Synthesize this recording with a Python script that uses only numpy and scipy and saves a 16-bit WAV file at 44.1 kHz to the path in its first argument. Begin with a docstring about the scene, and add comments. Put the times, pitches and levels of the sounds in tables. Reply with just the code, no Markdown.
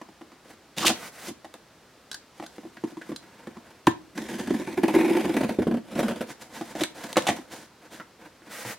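"""A small quiet room, close to a taped cardboard box on a cloth-covered table.
The box is shifted with a scuff, a folding knife clicks open, a hand takes hold and the blade pops through the tape.
It saws along the seam in jerks that boom in the hollow box; the last tape snaps and a flap is folded back.
Rubs, knocks and rough bursts are random grit driving the box's resonances, plus coloured hiss from the surface;
squeak, tape twang, lid and flap are sine tones, and a decaying noise echo and steady air make the room."""
import sys
import numpy as np
from scipy import signal
from scipy.fft import rfft, irfft, next_fast_len
from scipy.io import wavfile
from scipy.ndimage import uniform_filter1d, map_coordinates

SR = 44100
rng = np.random.default_rng(int(sys.argv[2]) if len(sys.argv) > 2 else 0)


def transcribe(u):
    """Save the signal u as a 16-bit wav file named by the first command-line argument.

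    u: samples, shape (n,) or (channels, n), limited to [-1, 1]; the rate is SR.
    q: integer samples, one column per channel.
    """
    v = np.clip(np.atleast_2d(u).T, -1, 1)
    q = np.round(v * 32767).astype(np.int16)
    wavfile.write(sys.argv[1], SR, q)


N = 387286  # length in samples
HIT = SR // 7  # length of one contact in samples

# Resonances of the cardboard walls: (f/Hz, width/Hz, level/dB)
WALLS = [(486, 113, 1.5), (728, 75, -0.5), (893, 58, 0.5), (1013, 115, -2.5), (1470, 320, -5),
         (1712, 140, -2), (2117, 574, -10)]
# Hiss of the blade in tape and board: (f/Hz, level/dB)
BLADE_HISS = [(900, -23.5), (1800, -4), (2600, 4.5), (3500, -5.5), (5000, -7.5), (8000, -6.5), (11000, -10),
              (15500, -31)]
# Hiss of papery tape and board under the fingers: (f/Hz, level/dB)
PAPER_HISS = [(900, -28), (2000, 4), (3000, 4), (4500, 1), (7000, -1.5), (11000, -7.5), (15500, -16.5)]
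# Spectrum of cracking tape and board: (f/Hz, level/dB)
CRACK_SPECTRUM = [(700, -17.5), (2000, -3), (2900, 5), (3800, 3), (4800, -4), (7000, -4), (10000, -9),
                  (15500, -20.5)]
# Difference between the ears, in the echo and the air: (f/Hz, level/dB)
WIDTH = [(50, -18), (150, -30), (260, -21), (400, -17), (700, -14), (2400, -15), (4400, -7), (8000, -3),
         (15000, -1)]
# Where the blade is: (t/s, place on the seam: 0 its start, 1 its springy middle, 2 its end)
BLADE_PLACE = [(4.5, 0.4), (4.85, 0.89), (5.2, 1.083), (5.46, 1.89)]


def amp(db):
    """Decibels to gain."""
    return 10 ** (np.asarray(db) / 20)


def unit(x):
    """Scale to rms 1."""
    return x / np.sqrt(np.mean(x ** 2) + 1e-20)


def crest(x):
    """Scale so that the loudest few milliseconds have rms 1."""
    return x / np.sqrt(uniform_filter1d(x ** 2, size=256).max() + 1e-20)


def along(points, hz):
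    """Read (f/Hz, value) points on a log frequency axis."""
    f, v = np.transpose(points)
    return np.interp(np.log(hz + 1), np.log(f), v)


def wobble(rate, size):
    """A smooth random curve with rate knots a second."""
    knots = rng.standard_normal(size // 8)
    return map_coordinates(knots, [np.arange(size) * rate / SR], mode="mirror")


def filtered(x, response):
    """Multiply the spectrum of x by a response given as a function of frequency."""
    size = x.shape[-1]
    padded = 2 * next_fast_len(size // 2 + SR // 30, real=True)
    hz = np.fft.rfftfreq(padded, 1 / SR)
    return irfft(rfft(x, padded) * response(hz), padded)[..., :size]


def ring(x, modes):
    """Drive a set of damped resonances, neighbours in opposite polarity."""
    def response(f):
        total = 0
        for k, (centre, width, db) in enumerate(modes):
            damping = 1j * f * width
            total = total + (-1) ** k * amp(db) * damping / (centre * centre - f * f + damping)
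        return total
    return filtered(x, response)


def colour(x, points):
    """Shape the spectrum of x with a causal, minimum-phase filter."""
    def response(hz):
        cepstrum = irfft(np.log(amp(along(points, hz))))
        half = len(cepstrum) // 2
        # fold the cepstrum forward in time, so nothing sounds early
        cepstrum[1:half] *= 2
        cepstrum[half + 1:] = 0
        return np.exp(rfft(cepstrum))
    return filtered(x, response)


def add(track, s, x):
    """Mix x into the track at s seconds."""
    start = max(round(s * SR), 0)
    track[start:start + len(x)] += x[:max(N - start, 0)]


def grit(size, grain_db, grain_rate=1800):
    """Fibres breaking: a dense run of tiny impulses of very uneven strength."""
    return rng.standard_normal(size) * amp(grain_db * wobble(grain_rate, size))


def burst(rise, t60, grain_db):
    """A short run of grit that swells and dies."""
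    t = np.arange(HIT) / SR
    return grit(HIT, grain_db) * (1 - np.exp(-t / rise)) * amp(-60 * t / t60)


def hollow(force):
    """The hollow box rings under a force, with the treble above about 620 Hz rolled off."""
    # Resonances of the hollow box: (f/Hz, width/Hz, level/dB)
    hollow_modes = [(89, 17, -14), (117, 15.5, -10.5), (217.4, 47.4, 2), (260, 30, 1.5), (315.7, 51.7, 5),
                    (356.7, 91, -4.5)]
    rolloff = signal.butter(2, 620, fs=SR, output="sos")
    return signal.sosfilt(rolloff, ring(force, hollow_modes))


def panel(hz):
    """The walls' resonances, led by that of the panel that is touched."""
    sharpness, lead_db = 5.3, 10.5
    return WALLS + [(hz, hz / sharpness, lead_db)]


def jolt(boom_db, walls_db, hiss_db, rise, t60, spectrum, grain_db, shove, modes=WALLS):
    """One contact: a shove and a burst of grit sound the hollow, the walls and the surface."""
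    force = burst(rise, t60, grain_db)
    push = force / np.linalg.norm(force)
    contact = np.hanning(SR // 1500)
    push[SR // 1000:][:len(contact)] += shove * contact / contact.sum()  # the shove comes 1 ms in
    boom = amp(boom_db) * crest(hollow(push))
    walls = amp(walls_db) * crest(ring(push, modes))
    hiss = amp(hiss_db) * crest(colour(force, spectrum))
    return boom + walls + hiss


def slide(s, boom_db, walls_db, hiss_db, spectrum, grain_db, judder_db, judder_rate):
    """Friction: grit under a juddering pressure drives the box from s on, at one level per sample."""
    length = len(walls_db)
    # draw whole half seconds of grit, then keep what is needed
    size = (2 * length // SR + 1) * SR // 2
    pressure = amp(judder_db * wobble(judder_rate, size))
    force = (grit(size, grain_db) * pressure)[:length]
    boom = amp(boom_db) * unit(hollow(force))
    walls = amp(walls_db) * unit(ring(force, WALLS))
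    hiss = amp(hiss_db) * unit(colour(force, spectrum))
    t = np.arange(length) / SR
    fade = np.clip(np.minimum(t, t[-1] - t) / 0.0031, 0, 1)
    track = np.zeros(N)
    add(track, s, (boom + walls + hiss) * fade)
    return track


def drag(curve, ref_db, boom_db, boom_slope, walls_db, hiss_db, hiss_slope, **texture):
    """A long slide under one effort curve: boom and hiss each grow by their own slope around ref_db."""
    s, db = np.transpose(curve)
    t = np.arange(round(s[0] * SR), round(s[-1] * SR)) / SR
    effort = np.interp(t, s, db) - ref_db
    return slide(s[0], boom_db + boom_slope * effort, walls_db + effort,
                 hiss_db + hiss_slope * effort, **texture)


def rubs(rows, boom_db, **texture):
    """Short slides that fade in, grow or wane steadily, and fade out."""
    attack_s, release_s = 0.026, 0.043
    track = np.zeros(N)
    for s, length, db, hiss_db, swell_db in rows:
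        t = np.arange(round(length * SR)) / SR
        gate = np.clip(np.minimum(t / attack_s, (length - t) / release_s), 1e-3, 1)
        level = db + swell_db * (t / length - .5) + 20 * np.log10(gate)
        track += slide(s, level + boom_db, level, level + hiss_db, **texture)
    return track


def air():
    """Steady room noise, nearly alike in both ears in the bass."""
    # Spectrum of the room noise: (f/Hz, level/dB)
    air_spectrum = [(25, -28), (60, -4.5), (300, 1), (600, -3.5), (1400, -7), (3000, -13), (4800, -14.5),
                    (9000, -23), (15500, -30)]
    mid, side = colour(rng.standard_normal((2, N)), air_spectrum)
    side = amp(1) * colour(side, WIDTH)
    return amp(-55.5) * unit(np.array([mid + side, mid - side]))


def knocks():
    """Fingers and blade bump the box, each bump a shove on one panel; harder bumps are brighter."""
    # Bumps: (t/s, level/dB, hardness/dB, pitch of the touched panel f/Hz)
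    bumps = [(0.014, -36, 3, 940), (0.087, -41.5, -1, 850), (0.211, -35.5, -3.5, 690), (0.318, -45, 2, 950),
             (1.282, -26.5, -9, 750), (1.305, -30.5, -14, 890), (1.445, -42, 9.5, 745),
             (1.548, -44.5, 2.5, 650), (2.398, -30, -0.5, 805), (2.424, -37, 6, 740),
             (2.437, -43.5, 10.5, 704), (2.581, -33.5, -3, 497), (2.632, -39, -5, 690),
             (2.651, -32, -12, 690), (2.769, -40, 3.5, 1690), (2.837, -17, -14, 940), (2.919, -38, -5, 674),
             (2.969, -27.5, -9, 970), (3.014, -45.5, 12, 1560), (3.092, -26, -12, 517),
             (3.116, -24.5, -11, 500), (3.47, -30, -4, 503), (3.568, -32.5, -6, 1020),
             (6.303, -36.5, 3, 1590), (6.61, -24, -3.5, 690), (6.752, -26.5, 0.5, 700),
             (6.814, -15.5, -17, 566), (7.319, -29.5, -6, 720), (7.386, -30, -6, 770),
             (8.419, -47, -0.5, 1500), (8.649, -35, 4.5, 920)]
    # A light bump sounds the lid more than the whole box: (f/Hz, level/dB)
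    bump_spectrum = [(110, -6), (320, 2.5), (600, 0)]
    track = np.zeros(N)
    for s, db, hard_db, hz in bumps:
        bump = jolt(0, hard_db, hard_db - 12, rise=0.00023, t60=0.072, spectrum=PAPER_HISS,
                    grain_db=-4.5, shove=1.0, modes=panel(hz))
        add(track, s, amp(db - 4.0) * colour(bump, bump_spectrum))
    return track


def board_rubs():
    """Fingers, blade and flap rub on the board and pry at the seam: short gritty slides."""
    # Rubs: (t/s, length/s, level/dB, hiss against it/dB, swell over the length/dB)
    rub_rows = [(0.43, 0.13, -51, -8.5, 2), (1.245, 0.092, -44.5, 1.5, -10), (2.86, 0.075, -47, -7.5, 4),
                (3.04, 0.11, -49, -9, 5), (6.26, 0.079, -40.5, -3.5, 6), (6.39, .11, -51, -2, -20),
                (6.51, 0.27, -46.5, -4.5, -9), (6.745, 0.12, -37, -8.5, 6), (6.935, 0.22, -41, -7.5, 0.5),
                (7.18, 0.23, -41, -7, -4), (7.495, 0.2, -47.5, -4, -15.5), (7.8, 0.092, -49.5, -16, 1),
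                (7.9, 0.14, -47.5, -4.5, -4), (8.18, 0.12, -47.5, -27, 10), (8.41, 0.12, -51.5, -12, 19)]
    return rubs(rub_rows, boom_db=-2.5, spectrum=PAPER_HISS, grain_db=2.5, judder_db=3.0, judder_rate=75.3)


def shift_scuff():
    """The box is pushed: friction scuffs under it, with more boom and hiss as the effort grows."""
    # The push: (t/s, effort level/dB)
    push_effort = [(0.764, -43), (0.776, -34.5), (0.846, -32.5), (0.876, -28), (0.9, -30), (0.95, -59)]
    # Hiss of the scuff: (f/Hz, level/dB)
    scuff_hiss = [(900, -27), (2000, -2), (2700, 5.5), (3700, 1.5), (4600, 1), (7000, -5.5), (10000, -12),
                  (15500, -20)]
    return drag(push_effort, ref_db=-27.5, boom_db=-29.5, boom_slope=0.51, walls_db=-27.5,
                hiss_db=-25.5, hiss_slope=0.98, spectrum=scuff_hiss,
                grain_db=1, judder_db=-3.0, judder_rate=205)


def snaps():
    """Stuck tape and creased board let go in single sharp cracks, each with a little fraying after it."""
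    # Cracks: (t/s, peak level/dB, walls against it/dB)
    snap_rows = [(0.7828, -12.5, -12.5), (0.855, -10, -24), (0.862, -8, -29), (0.8647, -7, -28),
                 (0.8675, -2, -34), (0.8704, -3, -36), (0.8751, -4.5, -38), (0.8804, -1.5, -42),
                 (0.901, -14, -13), (1.5399, -33, 3), (3.913, -31, -9), (6.8357, -10, -13),
                 (7.129, -19.5, -8), (7.169, -10.5, -19), (7.222, -22, -23)]
    track = np.zeros(N)
    for s, db, walls_db in snap_rows:
        fray = burst(rise=.0003, t60=.016, grain_db=1)
        force = signal.unit_impulse(HIT, SR // 4000) + 1.5 * fray / np.linalg.norm(fray)
        crack = colour(force, CRACK_SPECTRUM)
        walls = amp(walls_db - 9) * crest(ring(force, WALLS))
        add(track, s, amp(db) * (crack / abs(crack).max() + walls))
    return track


def squeak():
    """The shifted box squeaks as it drags: an unsteady stick and slip, falling in pitch."""
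    # Glide of the squeak: (t/s, pitch f/Hz, level/dB)
    squeak_glide = [(0.815, 1404, -46), (0.83, 1208, -25.5), (0.85, 976, -20), (0.862, 950, -46)]
    jitter, flutter_db = 0.18, 3  # wander of the pitch (share) and of the level (dB)
    s, hz, db = np.transpose(squeak_glide)
    t = np.arange(round(s[0] * SR), round(s[-1] * SR)) / SR
    pitch = np.interp(t, s, hz) * (1 + jitter * wobble(887, len(t)))
    level = amp(np.interp(t, s, db) + flutter_db * wobble(320, len(t)))
    track = np.zeros(N)
    add(track, s[0], level * np.sin(2 * np.pi * np.cumsum(pitch) / SR))
    return track


def rough_bursts():
    """Cardboard and tape rasp, crease or tear in short rough bursts that sound the whole box."""
    # Rough bursts: (t/s, level/dB, boom against it/dB, hiss against it/dB, pitch of the panel f/Hz)
    rough_rows = [(0.85, -22, 3.5, 1, 990), (0.9, -17, -0.5, -22, 730), (6.807, -23.5, -4, 0.5, 593),
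                  (6.834, -26.5, -6, -1, 1850), (7.157, -26, -2, -5, 1540), (7.167, -9, -2.5, -8, 530),
                  (7.267, -17, -9, 0.5, 770), (7.282, -16.5, -22, -1, 2070), (7.288, -11, -6.5, -10.5, 766),
                  (7.303, -23.5, 0.5, -15, 710), (7.998, -30.5, -7, -14, 1320)]
    track = np.zeros(N)
    for s, db, boom_db, hiss_db, hz in rough_rows:
        rasp = jolt(boom_db, 0, hiss_db - 1.5, rise=.002, t60=0.08, spectrum=CRACK_SPECTRUM,
                    grain_db=3.0, shove=0.99, modes=panel(hz))
        add(track, s, amp(db - 4.5) * rasp)
    return track


def brushes():
    """Flap and sleeve brush the box: soft slides with a cloth-like hiss."""
    # Brushes: (t/s, length/s, level/dB, hiss against it/dB, swell over the length/dB)
    brush_rows = [(0.92, 0.19, -43.5, -1, 6), (1.1, 0.2, -49, 3, 16), (8.49, 0.17, -44, 4, 7),
                  (8.635, 0.12, -39.5, 2, 2.5)]
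    # Hiss of cloth: (f/Hz, level/dB)
    cloth_hiss = [(410, -39), (700, -3), (971, -11), (1600, 5.5), (2400, -5), (4000, -5.5), (9110, -8.5),
                  (16000, -15)]
    return rubs(brush_rows, boom_db=-6.5, spectrum=cloth_hiss, grain_db=1.0, judder_db=0.6, judder_rate=74.0)


def knife():
    """The blade swings out and locks; the handle rings briefly and ticks in the grip."""
    # Clicks of lock and handle: (t/s, level/dB, ring of the handle against it/dB)
    click_rows = [(2.1147, -21.5, -11), (2.129, -29, -8), (2.1439, -23.5, -5.5), (2.463, -32.5, -7),
                  (3.161, -24.5, -20)]
    # Spectrum of a click: (f/Hz, level/dB)
    click_spectrum = [(300, -11), (1100, -9.5), (1500, -10), (2200, -12.5), (4000, 3.5), (5500, -4.5),
                      (7000, -7), (8500, -8), (10500, -13.5), (15500, -27)]
    # Resonances of the handle: (f/Hz, width/Hz, level/dB)
    handle_modes = [(1540, 140, 6), (1750, 160, -6)]
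    track = np.zeros(N)
    for s, db, ring_db in click_rows:
        force = burst(rise=.0001, t60=0.026, grain_db=-2.0)
        click = crest(colour(force, click_spectrum))
        handle = amp(ring_db) * crest(ring(force, handle_modes))
        add(track, s, amp(db - 8.0) * (click + handle))
    return track


def grip():
    """The tape crinkles under the hand that holds the box and then pries at it."""
    # Crinkles: (t/s, length/s, level/dB, hiss against it/dB, swell over the length/dB)
    grip_rows = [(2.33, 0.91, -61, -2.5, -8), (3.2, 0.62, -53.5, -18, 1), (6.28, 1.3, -53.5, -7.5, 1.5)]
    return rubs(grip_rows, boom_db=-2.5, spectrum=PAPER_HISS, grain_db=2.5, judder_db=3.5, judder_rate=59)


def puncture(s=3.8688, twang_lag=0.0022, boom_lag=0.0094):
    """The point cracks through, the taut tape twangs, and the lid springs back."""
    # Tones of the taut tape: (f/Hz, level/dB, t60/s)
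    tape_tones = [(994, -2, 0.024), (1180, -46, 0.02), (1606, -23.5, 0.054), (1775, -17, 0.044)]
    track, t = np.zeros(N), np.arange(HIT) / SR
    crack = colour(burst(rise=0.00082, t60=0.02, grain_db=-5.0), CRACK_SPECTRUM)
    add(track, s, amp(-22) * crest(crack))
    twang = sum(amp(db - 60 * t / t60) * np.sin(2 * np.pi * hz * t) for hz, db, t60 in tape_tones)
    add(track, s + twang_lag, amp(5.0) * twang * (1 - np.exp(-t / 0.0013)))
    add(track, s + twang_lag, jolt(-15.5, -17.5, -40.0, rise=0.00057, t60=0.052, spectrum=BLADE_HISS,
                                   grain_db=0.0, shove=1.1))
    lid = np.sin(2 * np.pi * 325 * t) * amp(-60 * t / 0.03) * (1 - np.exp(-t / 0.0035))
    add(track, s + boom_lag, amp(3.0) * lid)
    return track


def lid_spring(s):
    """Released by a slip at s, the lid springs back: still taut, it starts sharp and its pitch settles."""
    # The lid's settled pitch at the start, middle and end of the seam: (f/Hz each)
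    lid_hz = [224, 334.5, 211.7]
    bend, settle_s, swell_s = 0.13, 0.012, 0.0078  # share it starts higher, its decay, time to the peak
    t = np.arange(HIT) / SR
    place = np.interp(s, *np.transpose(BLADE_PLACE))
    hz = np.interp(place, range(len(lid_hz)), lid_hz)
    pitch = hz * (1 + bend * np.exp(-t / settle_s))
    return amp(-4.5) * crest(np.sin(2 * np.pi * np.cumsum(pitch) / SR) * t * np.exp(-t / swell_s))


def splitting(rasp):
    """The film splits in tiny bright ticks at random moments, as strong as the rasp is just then."""
    # Spectrum of a tick: (f/Hz, level/dB)
    film_spectrum = [(1500, -24), (3000, -1), (7500, -10), (11000, 3), (15500, -6)]
    ticks_per_s, scatter_db = 260, 3.5
    treble = filtered(rasp, lambda f: f > 3000)
    strength = np.sqrt(abs(uniform_filter1d(treble ** 2, size=400)))
    ticks = (rng.random(N) < ticks_per_s / SR) * amp(scatter_db * rng.standard_normal(N))
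    return amp(-11) * strength * unit(colour(ticks, film_spectrum))


def off_hand(x):
    """The treble returns off the knife hand with a wandering delay, so its colour keeps shifting."""
    share, delay_s = .35, .0006
    wander, wander_rate = .17, 7  # share of the delay, knots a second
    n = np.arange(N)
    treble = filtered(x, lambda f: f ** 2 / (f ** 2 + 1500 ** 2))
    delay = delay_s * SR * (1 + wander * wobble(wander_rate, N))
    return x + share * np.interp(n - delay, n, treble)


def cutting():
    """The blade rasps through tape and the board's edge, sticking and slipping; pressure brings out the boom."""
    # Two pulls of the blade along the seam, each: (t/s, pressure level/dB)
    pulls = [
        [(4.15, -44.5), (4.218, -42), (4.372, -40), (4.81, -46), (4.96, -31.5), (5.038, -31), (5.27, -35),
         (5.404, -42.5), (5.582, -47), (5.722, -60), (5.82, -91)],
        [(5.84, -59.5), (5.988, -32), (6.12, -45), (6.174, -42.5), (6.3, -63)],
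    ]
    # The blade catches hard and slips: (t/s, level/dB, sharpness/dB)
    slip_rows = [(4.175, -22, 8), (4.286, -30, 10.5), (4.394, -24, 7), (4.471, -18.5, -6), (4.503, -12, -9),
                 (4.539, -15.5, -9.5), (4.596, -19.5, -4), (4.671, -19, -3), (4.773, -13.5, -4.5),
                 (4.832, -6.5, -5.5), (4.88, -12.5, 1.5), (4.938, -8.5, -5), (4.956, -8, -7.5),
                 (4.985, -14, -2), (5.008, -20.5, 6), (5.043, -15.5, -5), (5.085, -16.5, -3),
                 (5.103, -16.5, -9), (5.148, -16.5, 1), (5.165, -15, 0), (5.245, -12.5, -10),
                 (5.291, -16, -5), (5.341, -21, 3), (5.365, -13, 5.5), (5.406, -14.5, 2),
                 (5.432, -13, -2.5), (5.491, -16.5, 2.5), (5.586, -9, -24), (5.619, -18.5, -2),
                 (5.668, -12.5, -14.5), (5.71, -11.5, -19.5), (5.74, -15.5, -11), (5.769, -20.5, -6),
                 (5.961, -19, -6), (5.99, -14, 5), (6.029, -18, 3), (6.062, -24, 3), (6.081, -21.5, 12.5),
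                 (6.107, -23, 5), (6.207, -20, 7)]
    # How the lid answers at the start, middle and end of the seam: (f/Hz, level/dB)
    lid_start = [(150, 1), (220, 7), (330, -0.5), (450, 6), (750, -6), (1000, 2), (1250, -5.5), (1750, 6.5),
                 (2300, -5), (3100, 2.5), (6500, 4.5), (12000, -2.5)]
    lid_middle = [(150, -10), (230, -2.5), (340, 3), (480, 6.5), (660, 2.3), (830, 7.5), (1250, -3.5),
                  (1600, -3.5), (2400, 6), (3100, -4.5), (3700, -1.2), (7500, -7), (11000, -2.5),
                  (14000, -1)]
    lid_end = [(150, -2), (220, 4), (330, -4.5), (450, 10), (620, 8.5), (850, 0), (1150, 1), (1500, 1.5),
               (1800, -2.3), (2400, -2.4), (3100, 0.5), (8000, -3.5), (12000, -2.5)]
    stick_s, stick_db = 0.03, -3.5  # before each slip the rasp sinks this long and this deep
    track = np.zeros(N)
    for pull in pulls:
        track += drag(pull, ref_db=-40.0, boom_db=-32.5, boom_slope=1.27, walls_db=-41.0,
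                      hiss_db=-46.5, hiss_slope=0.98, spectrum=BLADE_HISS,
                      grain_db=0.5, judder_db=3.0, judder_rate=190)
    stuck = np.zeros(N)
    for s, _, _ in slip_rows:
        add(stuck, s - stick_s, np.hanning(round(stick_s * SR)))
    track = track * amp(stick_db * np.minimum(stuck, 1))
    for s, db, sharp_db in slip_rows:
        slip = jolt(-2.5, -9.5 + 0.51 * sharp_db, -23.5 + sharp_db, rise=0.0012, t60=0.097,
                    spectrum=BLADE_HISS, grain_db=3.5, shove=0.56)
        add(track, s, amp(db - 4.0) * (slip + lid_spring(s)))
    # crossfade the lid's answers as the blade moves along the seam
    place = np.clip(np.interp(np.arange(N) / SR, *np.transpose(BLADE_PLACE)), 0, 2)
    rasp = np.zeros(N)
    for k, lid in enumerate((lid_start, lid_middle, lid_end)):
        nearness = np.maximum(1 - abs(place - k), 0)
        rasp += nearness * colour(track, lid)
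    return off_hand(rasp + splitting(rasp))


def flap_wag(s=8.652, hz=118, db=-40):
    """The loose flap wags at a low pitch when the hand lands on it: a sine that swells and dies."""
    track, t = np.zeros(N), np.arange(HIT) / SR
    add(track, s, amp(db) * crest(np.sin(2 * np.pi * hz * t) * t * np.exp(-t / 0.015)))
    return track


def echo(x, spectrum, delay=0.0017):
    """The room's diffuse answer: noise in which each frequency dies at its own speed."""
    # Decay of the room: (f/Hz, t60/s)
    room_decay = [(200, .55), (800, 0.26), (4000, 0.24), (14000, 0.13)]
    hz, t, noise = signal.stft(rng.standard_normal(SR // 3), SR, nperseg=256)
    t60 = along(room_decay, hz)[:, None]
    tail = signal.istft(noise * amp(-60 * t / t60) / np.sqrt(t60), SR, nperseg=256)[1]
    tail = colour(tail / np.linalg.norm(tail), spectrum)
    return signal.fftconvolve(x, np.pad(tail, (round(delay * SR), 0)))[:N]


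def scene():
    """Everything happens just under the microphone, a little to the right."""
    # Echo common to both ears: (f/Hz, level/dB)
    echo_spectrum = [(200, -19), (1000, -12), (4000, -10.5), (12000, -12.5)]
    dry = knocks() + board_rubs() + shift_scuff() + snaps() + squeak() + rough_bursts() + brushes()
    dry += knife() + grip() + puncture() + cutting() + flap_wag()
    mid = dry + echo(dry, echo_spectrum)
    side = echo(dry, WIDTH)
    balance = amp([[-.35], [.35]])  # left, right
    return amp(-2) * np.array([mid + side, mid - side]) * balance + air()


def record(dry):
    """Nothing is kept above the band limit of 16.1 kHz."""
    return filtered(dry, lambda hz: hz < 16100)


dry = scene()
out = record(dry)
transcribe(out)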